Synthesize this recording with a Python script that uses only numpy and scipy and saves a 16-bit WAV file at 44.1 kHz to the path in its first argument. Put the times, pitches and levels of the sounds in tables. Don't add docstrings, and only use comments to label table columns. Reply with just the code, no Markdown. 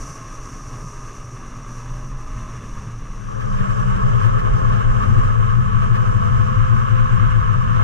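import sys
import numpy as np
from scipy import signal
from scipy.fft import rfft, irfft, next_fast_len
from scipy.io import wavfile
from scipy.ndimage import uniform_filter1d

SR = 44100
rng = np.random.default_rng(int(sys.argv[2]) if len(sys.argv) > 2 else 0)


def level_to_linear(level):
    exponent = np.asarray(level, float) / 20
    return 10 ** exponent


def inscribe(sig):
    pcm = np.round(np.clip(np.atleast_2d(sig).T, -1, 1) * 32767)
    wavfile.write(sys.argv[1], SR, pcm.astype(np.int16))


N = 345303
TIME = np.arange(N) / SR
SIZE = next_fast_len(N + SR // 2)
HZ = np.arange(SIZE // 2 + 1) * SR / SIZE
STEREO_FROM_S, STEREO_FADE_S = 3.151, 0.46


# time_s, crank_hz, order3_db, order6_db, order7_db, order9_db
ENGINE_RUN = [(0.0, 77, 12, 13, 12, 20), (0.2, 72, 10, 11, 10, 19), (0.4, 68, 3, 12, 15, 18),
              (0.6, 67, 8, 11, 10, 17), (0.8, 68, 8, 12, 8, 16), (1.0, 68, 5, 13, 5.4, 17),
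              (1.2, 66.4, 6, 15, 8, 14), (1.4, 63.5, -2, 12, 10, 13), (1.6, 65.5, 7, 11, 8.3, 16),
              (1.8, 65.0, 7, 11, 8, 20), (2.0, 67, 9.5, 12, 5, 22), (2.2, 69, 9.5, 10, 3.3, 20),
              (2.4, 69, 13.5, 7, 3, 25), (2.6, 70, 15, 9, 6, 20), (2.8, 67, 17.5, 11, 8, 16),
              (3.0, 65.2, 10.5, 11, 8, 16), (3.2, 64.7, 24, 10, 10, 16), (3.4, 66, 24.5, 13, 10, 15),
              (3.6, 64, 26.5, 13, 10, 18), (3.8, 63.4, 20, 15, 18, 15), (4.0, 63, 22.5, 15, 16, 12),
              (4.2, 60, 14, 16, 20, 17), (4.4, 59.4, 20, 16, 23, 14), (4.6, 59.5, 18, 18, 15, 17),
              (4.8, 56.5, 7, 14, 10, 11), (5.0, 56.4, 7, 18, 8.8, 10), (5.2, 56.3, 13, 16, 12, 9.6),
              (5.4, 56.2, 11, 12, 11, 9.6), (5.6, 56, 15, 11, 11, 13), (5.8, 55, 10, 11, 11, 13),
              (6.0, 55.6, 11, 16, 13, 15), (6.2, 56, 9, 13, 13, 19), (6.4, 55.6, 1.5, 15, 13, 19),
              (6.6, 57, 10.5, 15, 13, 22), (6.8, 59, 8.5, 14, 13, 17), (7.0, 57.7, 11.5, 12, 11, 22),
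              (7.2, 57.8, 10.5, 12, 8, 19), (7.4, 56, 22, 11, 6, 16), (7.6, 56, 20, 13, 9, 17),
              (7.83, 55, 13, 15, 12, 19)]
# order, level_db
FAINT_ORDERS = [(1, 8), (8, 8.5), (10, 4.5), (12, 14.5), (14, 14.5), (15, 15.5), (18, 11)]


def engine_firing():
    crank_hz, *strong_db = in_time(ENGINE_RUN)
    crank = np.cumsum(crank_hz) / SR
    firing = 0
    for order, db in zip((3, 6, 7, 9), strong_db):
        firing = firing + tone(order * crank, db, wander_db=2.0, jitter=0.4)
    for order, db in FAINT_ORDERS:
        firing = firing + tone(round(order) * crank, db, wander_db=4.5, jitter=0.6)
    return crank, firing


def engine_roar(crank):
    puff = 1 + 0.2 * np.cos(2 * np.pi * 3 * crank) + 0.14 * np.cos(2 * np.pi * crank)
    return level_to_linear(-1.0) * puff * roar(flutter_db=0.95, rate=11)


# time_s, beat_hz, second_order_db, one_beat_below_db, one_beat_above_db, twice_the_lugs_db
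TRACK_RUN = [(0, 9.6, 1, 6, 4.5, 10), (1, 9.6, 4, 8, 8, 12), (1.6, 9.6, 6, 6, -1, 17.6),
             (1.9, 9.6, -3, 20, 4.5, 14.6), (2.3, 14, 1, 10, -3, 7.2), (2.8, 17, -1, 14.6, 4, 13),
             (3.4, 17, 6, 12.3, 0.5, 10), (3.7, 11, 9.5, 7.8, 7, 14), (4.2, 10, 9, 15.5, -3.5, 6.6),
             (4.6, 10, 9, 8, 0, 8.9), (4.9, 9.6, 11, 6.6, 7, 15.7), (5.2, 9.2, 7, 13.4, 3, 10),
             (5.6, 11.5, 12.5, 4, 13.5, 14), (6, 12, 12, 5.6, 8, 12.3), (6.3, 12.5, 11.5, 7.2, 10.5, 11),
             (6.6, 9, 8, 12.8, 4, 6.6), (7, 9.6, 12, 13, -1, 7.2), (7.4, 8.5, 14, 12, 9, 12),
             (7.83, 9.5, 11.5, 8.6, 2, 8.8)]


def track(crank):
    beat_hz, second_db, below_db, above_db, twice_db = in_time(TRACK_RUN)
    beat = np.cumsum(beat_hz) / SR
    second = 2 * crank
    boom = tone(second, second_db, wander_db=3.0, jitter=0.58)
    boom += tone(second - beat, below_db, wander_db=3.0, jitter=0.58)
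    boom += tone(second + beat, above_db, wander_db=3.0, jitter=0.58)
    return boom + tone(2 * (second - beat), twice_db, wander_db=4.0, jitter=0.8)


def low_rumble():
    return level_to_linear(-3) * roar(flutter_db=0.5, rate=8)


# start_s, left_peak_db, right_peak_db, pitch_hz, t60_s
CHASSIS_KNOCKS = [
    (.84, -26, -26, 158, 0.13),
    (3.604, -6, -12.5, 150, 0.093),
    (7.171, -9, -16, 168, .1),
]


def knocks():
    out = np.zeros((2, N))
    for start_s, left_db, right_db, pitch_hz, t60_s in CHASSIS_KNOCKS:
        t = np.maximum(TIME - start_s, 0)
        swell = 1 - np.exp(-t / 0.0033)
        ring = swell * level_to_linear(-60 * t / t60_s) * np.sin(2 * np.pi * pitch_hz * t)
        right_sign = -1 if start_s > STEREO_FROM_S else 1
        out += ring * np.array([[level_to_linear(left_db)], [level_to_linear(right_db) * right_sign]])
    return out


# centre_s, rms_db, length_s
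RUT_JOLTS = [(3.412, -41, 0.034), (3.596, -40, 0.055), (3.708, -39.5, 0.033), (3.966, -43, 0.027),
             (4.25, -36.5, .06), (4.398, -36, 0.027), (4.74, -41.5, 0.033), (5.033, -39, 0.042),
             (5.192, -37, 0.032), (5.25, -41.5, 0.034), (5.55, -45, 0.032), (5.83, -40, .03),
             (5.962, -36, 0.039), (6.08, -48.5, .03), (7.25, -45.5, 0.043)]
# pitch_hz, width_hz, level_db, right_sign
SHELL_MODES = [
    (2500, 260, -3.5, -1),
    (1690, 120, -1, 1),
    (5000, 5000, -27, -1),
]


def rattle():
    shake = sum(level_to_linear(db) * np.exp(-(2 * (TIME - s) / length_s) ** 2) for s, db, length_s in RUT_JOLTS)
    out = np.zeros((2, N))
    for pitch_hz, width_hz, db, sign in SHELL_MODES:
        r = np.exp(-np.pi * width_hz / SR)
        poles = [1, -2 * r * np.cos(2 * np.pi * pitch_hz / SR), r * r]
        ring = signal.lfilter([1, 0, -1], poles, rng.standard_normal(N))
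        out += level_to_linear(db) * ring / ring.std() * np.array([[1], [np.sign(sign)]])
    return out * shake


def snow_hiss():
    return roar(flutter_db=1.22, rate=7.8)


def port_turbulence():
    return roar(flutter_db=1.25, rate=14)


def roar(flutter_db, rate):
    return rng.standard_normal(N) * np.sqrt(SR / 2) * level_to_linear(flutter_db * drift(rate))


def tone(turns, db, wander_db, jitter):
    level = np.sqrt(2) * level_to_linear(db + wander_db * drift(4.4))
    return level * np.sin(2 * np.pi * turns + jitter * drift(4))


def drift(rate):
    r = np.exp(-80 * np.pi * rate / SR)
    slow = signal.lfilter([1], [1, -2 * r, r * r], rng.standard_normal(N // 40 + 2002))[2000:]
    return np.interp(np.arange(N) / 40, np.arange(len(slow)), slow / slow.std())


def in_time(rows):
    s, *columns = np.transpose(rows)
    return [np.interp(TIME, s, c) for c in columns]


def stereo_share():
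    return np.clip((TIME - STEREO_FROM_S) / STEREO_FADE_S, 0, 1)


def evened(x, span_s):
    power = np.mean(x ** 2, axis=0)
    span = int(span_s * SR)
    slow = uniform_filter1d(uniform_filter1d(power, span), span)
    return x * np.sqrt(power.mean() / (slow + 1e-14))


def to_ports(shared, own, path, level_db, low_hz, high_hz, even_s):
    hz, *columns = np.transpose(path)
    mono_db, left_db, right_db, alike, lead = [np.interp(np.log(HZ + 1), np.log(hz + 1), c) for c in columns]
    alike = np.clip(alike, 0, 1)
    band = (HZ >= low_hz) & (HZ < high_hz)
    a = rfft(shared, SIZE) * band
    b = rfft(own, SIZE) * band
    mono = irfft(a * level_to_linear(mono_db), SIZE)[:N]
    left = irfft(a * level_to_linear(left_db), SIZE)[:N]
    at_right = alike * np.exp(1j * lead) * a + np.sqrt(1 - alike ** 2) * b
    right = irfft(at_right * level_to_linear(right_db), SIZE)[:N]
    pair = np.array([left, right])
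    wide = stereo_share()
    return level_to_linear(level_db) * ((1 - wide) * evened(mono[None], even_s) + wide * evened(pair, even_s))


# time_s, wind_db, track_boom_db, exhaust_db, intake_roar_db, snow_hiss_db
SWELLS = [(0.0, 4, -1, 3, 2.5, 7), (0.125, -4, -3.3, 0.7, 1.2, 5), (0.25, -7, -4, 1, 1.5, 1.1),
          (0.375, 3, -7.5, 0, 1.2, 1.8), (0.5, -3, -2, 1.5, 0.5, 2.5), (0.625, 0, -4.5, -0.3, -0.5, 1.3),
          (0.75, -2, 1, 2.5, 1, 1.3), (0.875, 0, -2, -1.3, 0.5, 1.5), (1.0, 0, -3, -0.5, 1, 0.5),
          (1.125, -1, -6, 0.1, 0.5, 1.3), (1.25, -2.5, -1, -1.5, -1.5, -1.4),
          (1.375, -6.7, -1.5, 0, -1, -1), (1.5, 7, -2.5, -2, -0.5, -2.5),
          (1.625, -4.5, -1.5, -0.4, 0.5, -2), (1.75, 1, -1, -1.5, -0.5, 0.7),
          (1.875, 2.6, 3, -0.2, 0.2, -1), (2.0, 5.5, 1.5, 1, 0, -2), (2.125, 6.5, 2.9, -2.5, -1.5, -3.5),
          (2.25, 3.5, -5, 0.7, -0.6, -3.5), (2.375, 7, 2.5, -1.5, 2, -1.5), (2.5, 0, -0.5, -0.5, 1.3, -1.5),
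          (2.625, -2.5, 1.5, 0.5, -0.2, -2.5), (2.75, 5, -2, -1.5, -0.5, -2.5),
          (2.875, -2, 3.5, -1, -0.5, -2.5), (3.0, 4.5, 1, -3, -3, -5.5), (3.125, 3.9, -2.5, -1, -2, -3.5),
          (3.25, -2.5, -4.5, -2.1, -2, -2.5), (3.375, -2.8, -6.5, 2.5, -3, -1.5),
          (3.5, -0.5, -4.5, -2, -3.5, 0.8), (3.625, 1, -6, -2, -1.5, 0.5), (3.75, -3.5, -4.9, -2, -3, 2),
          (3.875, 0, -2.5, -1, -1.5, 1.5), (4.0, -0.5, -4.2, 0.5, -1, 0.5), (4.125, 2.5, 0.3, 2, -0.5, 1.5),
          (4.25, -2, 1, -0.5, 1, 1.8), (4.375, -2, -2, 2, 0.2, -1), (4.5, 5, -4, 2, -1.5, 0),
          (4.625, 2, -0.9, 2.5, -0.5, 1.5), (4.75, 0, -0.1, 2, 1, 1), (4.875, 5.5, -2, -1, -1.5, -0.5),
          (5.0, -0.8, -2.2, 1.5, 0.5, 2), (5.125, 2.5, 3.6, 0.5, -0.5, 0.9), (5.25, 3.5, -0.8, 0, 1.3, 1.5),
          (5.375, -1, -0.5, 0, -1.8, -1.8), (5.5, 0, -1.2, -3.5, 0.4, -0.5),
          (5.625, -3, 1.0, -4.5, -2.4, -1.7), (5.75, 4, -2, -3.5, 0.4, -1.3),
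          (5.875, -1.5, 1, -1.5, -1.3, 0), (6.0, -2.9, -1.6, -0.3, 0.5, -0.8),
          (6.125, -1.6, -1.0, 0, -1, 1.3), (6.25, -5, 0.7, -0.5, 0.5, 0), (6.375, 2, -1, -0.5, 0, 1.0),
          (6.5, -5, -0.2, 0, -0.5, 0.4), (6.625, 2, 0.5, -4, 1, -0.5), (6.75, -2.5, 0.6, -1.5, 1, 0.5),
          (6.875, -5, 0.2, -2, -0.4, -0.3), (7.0, 2, 1, -1.5, 1, -1), (7.125, -2, 0.8, -2.5, -0.2, 0.5),
          (7.25, 1.5, 1.8, -2.5, 1.5, -1), (7.375, 3, -0.8, -2.7, 0.7, -0.7),
          (7.5, -2.6, -1.5, -3, 0.5, -1.5), (7.625, -4, -0.8, -3.5, -1, -1),
          (7.75, -1.5, -1, -2, 1.1, -0.3), (7.83, 0, 0.5, 3.5, 3, 0.1)]
# pitch_hz, one_channel_db, left_db, right_db, likeness_0_to_1, right_lead_rad
BASS_TO_PORTS = [(11, -47.5, -46.5, -47.5, 0.85, -1.5), (22.3, -45.5, -43, -40.5, 0.7, 1.5),
                 (33.8, -43.5, -38, -26, 0.9, -0.8), (43.7, -54.5, -38.5, -39.5, 0.8, 0),
                 (54.4, -64.5, -44.5, -45.5, 0.7, 1.0), (76, -60, -49.5, -45, 0.6, 1),
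                 (87, -61.5, -44, -41, 0.3, 0.7), (101, -60, -29.5, -41, 0.63, -3.5),
                 (115, -51, -27, -37, 0.97, -3.5), (127.9, -55.5, -31.5, -37.5, 0.98, -4.5),
                 (150, -60, -50, -53, 0.7, -5), (185.4, -64, -48.5, -52, 0.5, -7.5),
                 (213, -68.5, -49, -56, 0.76, -7), (255, -67, -59.5, -54.5, 0.6, -7.8)]
EXHAUST_TO_PORTS = [(250, -64, -62, -60, 0.31, 0), (312, -72, -71.5, -71.5, 0.2, -3.5),
                    (344, -71, -58.5, -56, 0.93, -3), (383, -74, -65.5, -64.5, 0.87, -3.5),
                    (443, -72.5, -53, -51, 0.99, -3), (478, -77.5, -57, -57, 0.99, -3.5),
                    (516, -76.5, -54, -53.5, 0.99, -2.5), (568, -77.5, -62, -61.5, 0.95, -3.5),
                    (663, -78.5, -61, -59, 0.97, -3), (713, -81.5, -70.5, -68, 0.94, -3),
                    (850, -80.5, -60, -62, 0.97, -3.0), (968, -77.5, -60, -59.5, 1, -3),
                    (1096, -65.5, -45, -46, 0.99, -2.5), (1215, -69, -51, -57, 1, -2.5)]
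INTAKE_TO_PORTS = [(1230, -67.5, -56, -51, 0.89, -2), (1301, -70.5, -53, -52.5, 0.97, -2),
                   (1414, -81.5, -61, -61.5, 0.31, -3), (1550, -76, -64.5, -62.5, 0.29, 0.5),
                   (1710, -77.5, -62.5, -63, 0.67, 0.5), (1904, -84, -74.5, -77, 0.2, 2.7),
                   (2080, -82, -76.5, -69, 0.51, 2), (2380, -87, -73.5, -75, 0.54, 3.7),
                   (2670, -82.5, -77, -75.5, 0.23, 2), (2945, -87, -77.5, -73, 0.42, -2),
                   (3200, -96.5, -77.5, -78, 0.74, 2.5), (3500, -89, -84.5, -89, 0.33, 0.5),
                   (3800, -96, -81.5, -89, 0.57, 4), (4300, -94, -91.5, -93, 0.12, 2)]
HISS_TO_PORTS = [(4300, -96, -92.5, -99.5, 0.12, -2), (5060, -93.5, -86.5, -97, 0.25, 3.5),
                 (5540, -84, -88, -90, 0.36, 4.5), (5800, -77.5, -82.5, -83.5, 0.54, 3),
                 (6270, -82.5, -87.5, -88.5, 0.17, 0), (7000, -89.5, -93.5, -91.5, 0.27, 5),
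                 (7530, -94.5, -91.5, -85.5, 0.23, 6), (7970, -94.5, -100, -93.5, 0.07, -5),
                 (9000, -95, -100, -97, 0.09, -11), (10120, -100, -102, -100, 0.12, -12),
                 (11000, -106, -108, -107, 0.07, 2), (12000, -106, -113, -106, 0.04, -4),
                 (13500, -112, -113, -112, 0.01, -2.1), (15200, -121, -138, -134, 0.47, -1)]


def scene():
    wind_db, boom_db, exhaust_db, intake_db, hiss_db = in_time(SWELLS)
    crank, firing = engine_firing()
    engine = firing + engine_roar(crank)
    chassis = firing + track(crank) + low_rumble()
    own = port_turbulence()
    out = to_ports(engine, own, EXHAUST_TO_PORTS, exhaust_db, 250, 900, even_s=0.15)
    out += to_ports(engine, own, EXHAUST_TO_PORTS, intake_db, 900, 1220, even_s=0.21)
    out += to_ports(engine, own, INTAKE_TO_PORTS, intake_db, 1220, 4310, even_s=0.16)
    out += to_ports(chassis, own, BASS_TO_PORTS, boom_db, 80, 250, even_s=0.16)
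    out += to_ports(chassis, own, BASS_TO_PORTS, wind_db, 9, 80, even_s=0.22)
    out += to_ports(snow_hiss(), own, HISS_TO_PORTS, hiss_db, 4300, 15300, even_s=0.12)
    return out + knocks() + rattle()


def low_pass(x):
    return signal.sosfilt(signal.butter(12, 15170, fs=SR, output="sos"), x)


def record(dry):
    mix = 0.96 * np.tanh(dry / 0.97)
    return low_pass(mix)


dry = scene()
out = record(dry)
inscribe(out)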